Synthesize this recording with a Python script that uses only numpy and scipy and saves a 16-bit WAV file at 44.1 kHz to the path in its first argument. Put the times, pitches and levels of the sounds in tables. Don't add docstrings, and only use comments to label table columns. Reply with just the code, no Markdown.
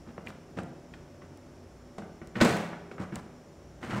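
import sys
import numpy as np
from scipy import signal
from scipy.fft import rfft, irfft
from scipy.io import wavfile

SR = 44100
rng = np.random.default_rng(int(sys.argv[2]) if len(sys.argv) > 2 else 0)


def persist_wave(psi):
    counts = np.round(np.clip(psi, -1, 1) * 32767).astype(np.int16)
    wavfile.write(sys.argv[1], SR, np.atleast_2d(counts).T)


N = 176400

# t/s, thump/dB, body/dB, clack/dB, snap/dB
DOOR_KNOCKS = [(0.1785, -40.5, -45, -52, -76), (0.5715, -34, -54, -51.5, -65),
               (0.5872, -34.5, -41, -56.5, -55), (0.618, -37.5, -55, -67, -73),
               (0.9374, -67, -53, -54, -64), (1.2186, -61, -57, -53.5, -88),
               (1.9816, -33, -37.5, -52, -54.5), (2.021, -47, -46, -57, -94),
               (2.2158, -43, -50.5, -51.5, -92), (2.355, -34, -59, -35, -68), (2.4035, -46, -41, -32, -47),
               (2.4094, -21.5, -40, -23, -38), (2.413, -14.5, -20, -27.5, -30),
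               (2.4505, -27, -23, -32.5, -38), (2.483, -41, -25, -50, -49), (2.7305, -43, -46, -44.5, -86),
               (2.9145, -47, -46.5, -54.5, -64), (2.9813, -46, -48, -49, -92),
               (2.998, -32.5, -54, -60, -70), (3.019, -43, -42.5, -61, -67), (3.1229, -31.5, -52, -51, -75),
               (3.8283, -35, -60, -42, -66), (3.906, -60, -45, -39, -52.5), (3.9217, -26.5, -64, -40, -76)]
KNOCK_CENTRES_HZ = [170, 650, 2000, 7500]
BANDS_HZ = 45 * 2 ** (np.arange(26) / 3)
REF_S = .01


def knocks():
    # f/Hz, level/dB, t60/s
    casing_modes = [(111, -6, 0.11), (168.5, 7.5, 0.12), (239, 0.5, 0.099), (325.7, 2, 0.077)]
    # f/Hz, level/dB, t60/s
    pane_modes = [(1486, 0.5, 0.11), (1656, 4.5, 0.025), (1980, 7.5, 0.019), (2842, -8.5, 0.12),
                  (3250, -9.5, 0.017)]
    # f/Hz, level/dB, t60/s
    crack_colour = [(59.6, -34, 0.12), (156, -7, 0.061), (432, -5, 0.018), (1000, -6, 0.078),
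                    (1490, -0.5, 0.054), (3030, -5.5, 0.1), (5200, -3.5, 0.06), (6470, -16, 0.066),
                    (7870, 3, 0.14), (9530, -15.5, 0.022), (15000, -25, 0.023)]
    contact_s, crack_db, pane_db = 0.00042, .5, -8
    out, casing = np.zeros(N), modes(casing_modes)
    detune = 1 + 0.037 * rng.standard_normal((len(DOOR_KNOCKS), len(pane_modes)))
    cracks = bursts(crack_colour, knock_levels_db(BANDS_HZ))
    contact = 1 - np.exp(-np.arange(cracks.shape[1]) / SR / contact_s)
    for (s, thump_db, _, clack_db, _), crack, tune in zip(DOOR_KNOCKS, cracks, detune):
        pane = modes([(hz * k, db, t60) for (hz, db, t60), k in zip(pane_modes, tune)], size=4096)
        add(out, s, amp(crack_db) * contact * crack)
        add(out, s, -amp(thump_db) * casing)
        add(out, s, amp(clack_db + pane_db) * pane)
    return out


def knock_levels_db(hz):
    return np.array([np.interp(np.log(hz), np.log(KNOCK_CENTRES_HZ), row[1:]) for row in DOOR_KNOCKS])


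def cavity():
    # f/Hz, level/dB, t60/s
    cavity_modes = [(171.6, 6, 1.07), (208.5, 6.5, 0.66), (304, -6, 0.72), (401, -3.5, 1.7), (453, 5, 0.62),
                    (556.5, 0, 0.4), (757.5, 6.5, 0.38), (976, -1.5, 0.87), (1170, 0.5, 0.85),
                    (1300, 0, 0.65), (1507, 0, 0.77), (2960, -15, 0.6), (3430, -15, 0.36), (5420, -4, 0.56),
                    (7600, 2, 0.23)]
    coupling_db = -16.5
    out, t = np.zeros(N), np.arange(SR) / SR
    hz = np.array(cavity_modes)[:, 0]
    detune = 1 + 0.00408 * rng.standard_normal((len(DOOR_KNOCKS), len(hz)))
    decays = np.array([amp(db) * fade(t, t60) for _, db, t60 in cavity_modes])
    for (s, *_), force_db, tune in zip(DOOR_KNOCKS, knock_levels_db(hz), detune):
        rings = decays * np.sin(np.outer(2 * np.pi * hz * tune, t))
        add(out, s, amp(force_db + coupling_db) @ rings)
    return out


def rattle():
    start_s, hold_s, level_db = 2.42, 0.15, -29.5
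    sag_db_per_s, fall_db_per_s = 51, 148
    t = np.arange(N) / SR - start_s
    db = level_db - sag_db_per_s * np.clip(t, 0, hold_s) - fall_db_per_s * np.maximum(t - hold_s, 0)
    return (t > 0) * amp(db) * grit(scratches(spread_db=1), tilt_db_per_oct=1)


def taps():
    # t/s, level/dB, f1/Hz, f2/Hz, f3/Hz (strongest first)
    tap_events = [(0.1793, -44, 573, 1050, 1720), (0.2718, -41, 2400, 2080, 2720),
                  (0.5871, -40, 1350, 1540, 2720), (0.9379, -51.5, 1830, 2460, 3210),
                  (1.2196, -55, 1160, 1530, 2030), (2.9138, -50, 1440, 2260, 2460),
                  (2.982, -49, 1270, 1640, 1900)]
    t60_s, step_db = 0.019, -4.5
    out = np.zeros(N)
    for s, db, *pitches_hz in tap_events:
        add(out, s, amp(db) * modes([(hz, k * step_db, t60_s) for k, hz in enumerate(pitches_hz)]))
    return out


def ticks():
    # t/s, level/dB
    tick_events = [(0.2841, -58), (0.292, -62), (0.634, -60), (1.374, -62), (2.2732, -60), (2.414, -43.5),
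                   (2.4495, -36), (3.157, -44)]
    # f/Hz, level/dB, t60/s
    tick_colour = [(800, -8, 0.057), (2500, -7.5, 0.035), (4950, -9, 0.0048), (8000, -2, 0.0016),
                   (10700, -18.5, 0.011), (15000, -10.5, .006)]
    out = np.zeros(N)
    clicks = bursts(tick_colour, np.zeros((len(tick_events), len(BANDS_HZ))))
    for (s, db), click in zip(tick_events, clicks):
        add(out, s, amp(db) * click)
    return out


def rubs():
    # t/s, length/s, level/dB, tilt/(dB/oct)
    rub_events = [(0.057, 0.067, -48, -2.5), (0.249, 0.069, -45, -0.5), (0.56, 0.062, -39, -2.5),
                  (2.34, 0.12, -35, -2), (2.991, 0.06, -43, -1), (3.125, 0.088, -45.5, -0.5),
                  (3.802, 0.14, -40, -1), (3.917, 0.093, -35, -1.25)]
    # t/s, length/s, level/dB
    scrape_events = [(2.975, 0.097, -49), (3.895, 0.17, -43)]
    scrape_hz, width_oct = 935, 1
    friction = scratches(spread_db=0.5)
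    hinge = tint(scratches(spread_db=0.5), lambda f: np.exp(-(np.log2(f / scrape_hz) / width_oct) ** 2))
    rubbing = sum(swell(s, length_s, db) * grit(friction, tilt) for s, length_s, db, tilt in rub_events)
    scraping = unit(hinge) * sum(swell(*row) for row in scrape_events)
    return rubbing + scraping


def scratches(spread_db):
    contacts_per_s, t60_s = 700, 0.026
    hits = rng.random(N) < contacts_per_s / SR
    strength = amp(spread_db * np.minimum(rng.exponential(size=N), 4))
    power = signal.lfilter([1], [1, -fade(2 / SR, t60_s)], (hits * strength) ** 2)
    return np.sqrt(power) * rng.standard_normal(N)


def grit(x, tilt_db_per_oct):
    # f/Hz, density/dB
    grit_colour = [(50, -13), (110, 0), (220, 2), (400, -7.5), (900, -7.5), (1600, -9.5), (3500, -22),
                   (8400, -28), (10500, -37.5), (15000, -42)]
    return unit(tint(x, lambda f: amp(at(f, grit_colour) + tilt_db_per_oct * np.log2(f))))


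def kitchen(x, size=48000):
    # f/Hz, level/dB re direct, t60/s
    room = [(61.5, 4, 0.16), (162, -6.5, 0.58), (380, -4, 0.65), (620, -0.5, 0.88), (1250, -5.5, 0.8),
            (2580, -2.5, 0.73), (6660, -8, 0.56), (14800, -3.5, 0.11)]
    t, tail = np.arange(size) / SR, 0
    build_s = 0.0039
    onset = 1 - np.exp(-(t / build_s) ** 2)
    noise = rfft(rng.standard_normal((2, 2, size)))
    for k, hz in enumerate(BANDS_HZ):
        decay = band(noise[k % 2], hz) * fade(t, at(hz, room, column=2)) * onset
        band_share = 2 * hz * (2 ** (1 / 6) - 2 ** (-1 / 6)) / SR
        tail = tail + with_energy(decay, band_share) * amp(at(hz, room))
    return signal.fftconvolve(x[None], tail, axes=1)[:, :N]


def room_tone():
    # f/Hz, density/dB
    air_colour = [(15, -40), (25, -8), (64, -11.5), (91, 3), (113, -12), (136, -1), (221, -7.5), (378, -3),
                  (433, -10), (567, -9), (997, -19.5), (1110, -19), (4040, -34.5), (5580, -31),
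                  (15500, -49.5)]
    # f/Hz, width/Hz, level/dB
    hum_bands = [(59.6, 3.5, -62), (143.5, 6.2, -63), (245.7, 6.5, -60.5), (575.5, 11, -67),
                 (5370, 260, -80.5), (5660, 180, -79), (7050, 61, -82)]
    air_db = -51.5
    out = amp(air_db) * unit(tint(rng.standard_normal(N), lambda f: amp(at(f, air_colour))))
    for hz, width_hz, db in hum_bands:
        hum = tint(rng.standard_normal(N), lambda f: 1 / (1 + (2 * (f - hz) / width_hz) ** 2))
        out += amp(db) * unit(hum)
    return out


def modes(table, size=12000):
    t = np.arange(size) / SR
    ring = sum(amp(db) * np.sin(2 * np.pi * hz * t) * fade(t, t60) * (1 - np.exp(-2 * t * hz))
               for hz, db, t60 in table)
    return with_energy(ring, REF_S * SR)


def bursts(colour, band_db, size=4096):
    t, out = np.arange(size) / SR, np.zeros((len(band_db), size))
    noise = rfft(rng.standard_normal((len(band_db), 2, size)))
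    for k, hz in enumerate(BANDS_HZ):
        onset = 1 - np.exp(-(2 * t * hz) ** 2)
        decay = band(noise[:, k % 2], hz) * fade(t, at(hz, colour, column=2)) * onset
        out += with_energy(decay, REF_S * SR / 2) * amp(at(hz, colour) + band_db[:, k:k + 1])
    return out


def swell(s, length_s, db):
    out = np.zeros(N)
    add(out, s, amp(db) * signal.windows.tukey(int(length_s * SR), .5))
    return out


def band(spectrum, hz):
    f = np.linspace(1, SR / 2, spectrum.shape[-1])
    return irfft(spectrum * np.sqrt(np.maximum(1 - 3 * abs(np.log2(f / hz)), 0)))


def tint(x, gain):
    return irfft(rfft(x) * gain(np.maximum(np.fft.rfftfreq(N, 1 / SR), 1)), N)


def at(hz, table, column=1):
    table = np.array(table, float)
    return np.interp(np.log(hz), np.log(table[:, 0]), table[:, column])


def amp(db):
    return 10 ** (np.asarray(db) / 20)


def unit(x):
    return x / np.sqrt(np.mean(x ** 2))


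def with_energy(x, energy):
    return x * np.sqrt(energy / np.sum(x ** 2, axis=-1, keepdims=True))


def fade(t, t60_s):
    return np.exp(-np.log(1000) * t / t60_s)


def add(out, s, x):
    i = int(s * SR)
    out[i:i + len(x)] += x[:N - i]


def scene():
    # f/Hz, side/dB
    width = [(30, -25), (130, -45.5), (450, -37.5), (2000, -21), (5000, -14.5), (14000, -5.5)]
    radiate_hz = 91
    near_send_db, air_side_db = -11, 1
    door = tint(knocks() + rubs() + rattle(), lambda f: 1 / np.sqrt(1 + (radiate_hz / f) ** 8))
    near = ticks() + taps()
    wet_mid, wet_side = kitchen(door + amp(near_send_db) * near)
    mid = door + cavity() + near + wet_mid + room_tone()
    side = tint(wet_side + amp(air_side_db) * room_tone(), lambda f: amp(at(f, width)))
    return np.array([mid + side, mid - side])


def record(dry):
    top_hz = 15700
    return signal.sosfilt(signal.ellip(10, .2, 80, top_hz, fs=SR, output="sos"), dry)


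dry = scene()
out = record(dry)
persist_wave(out)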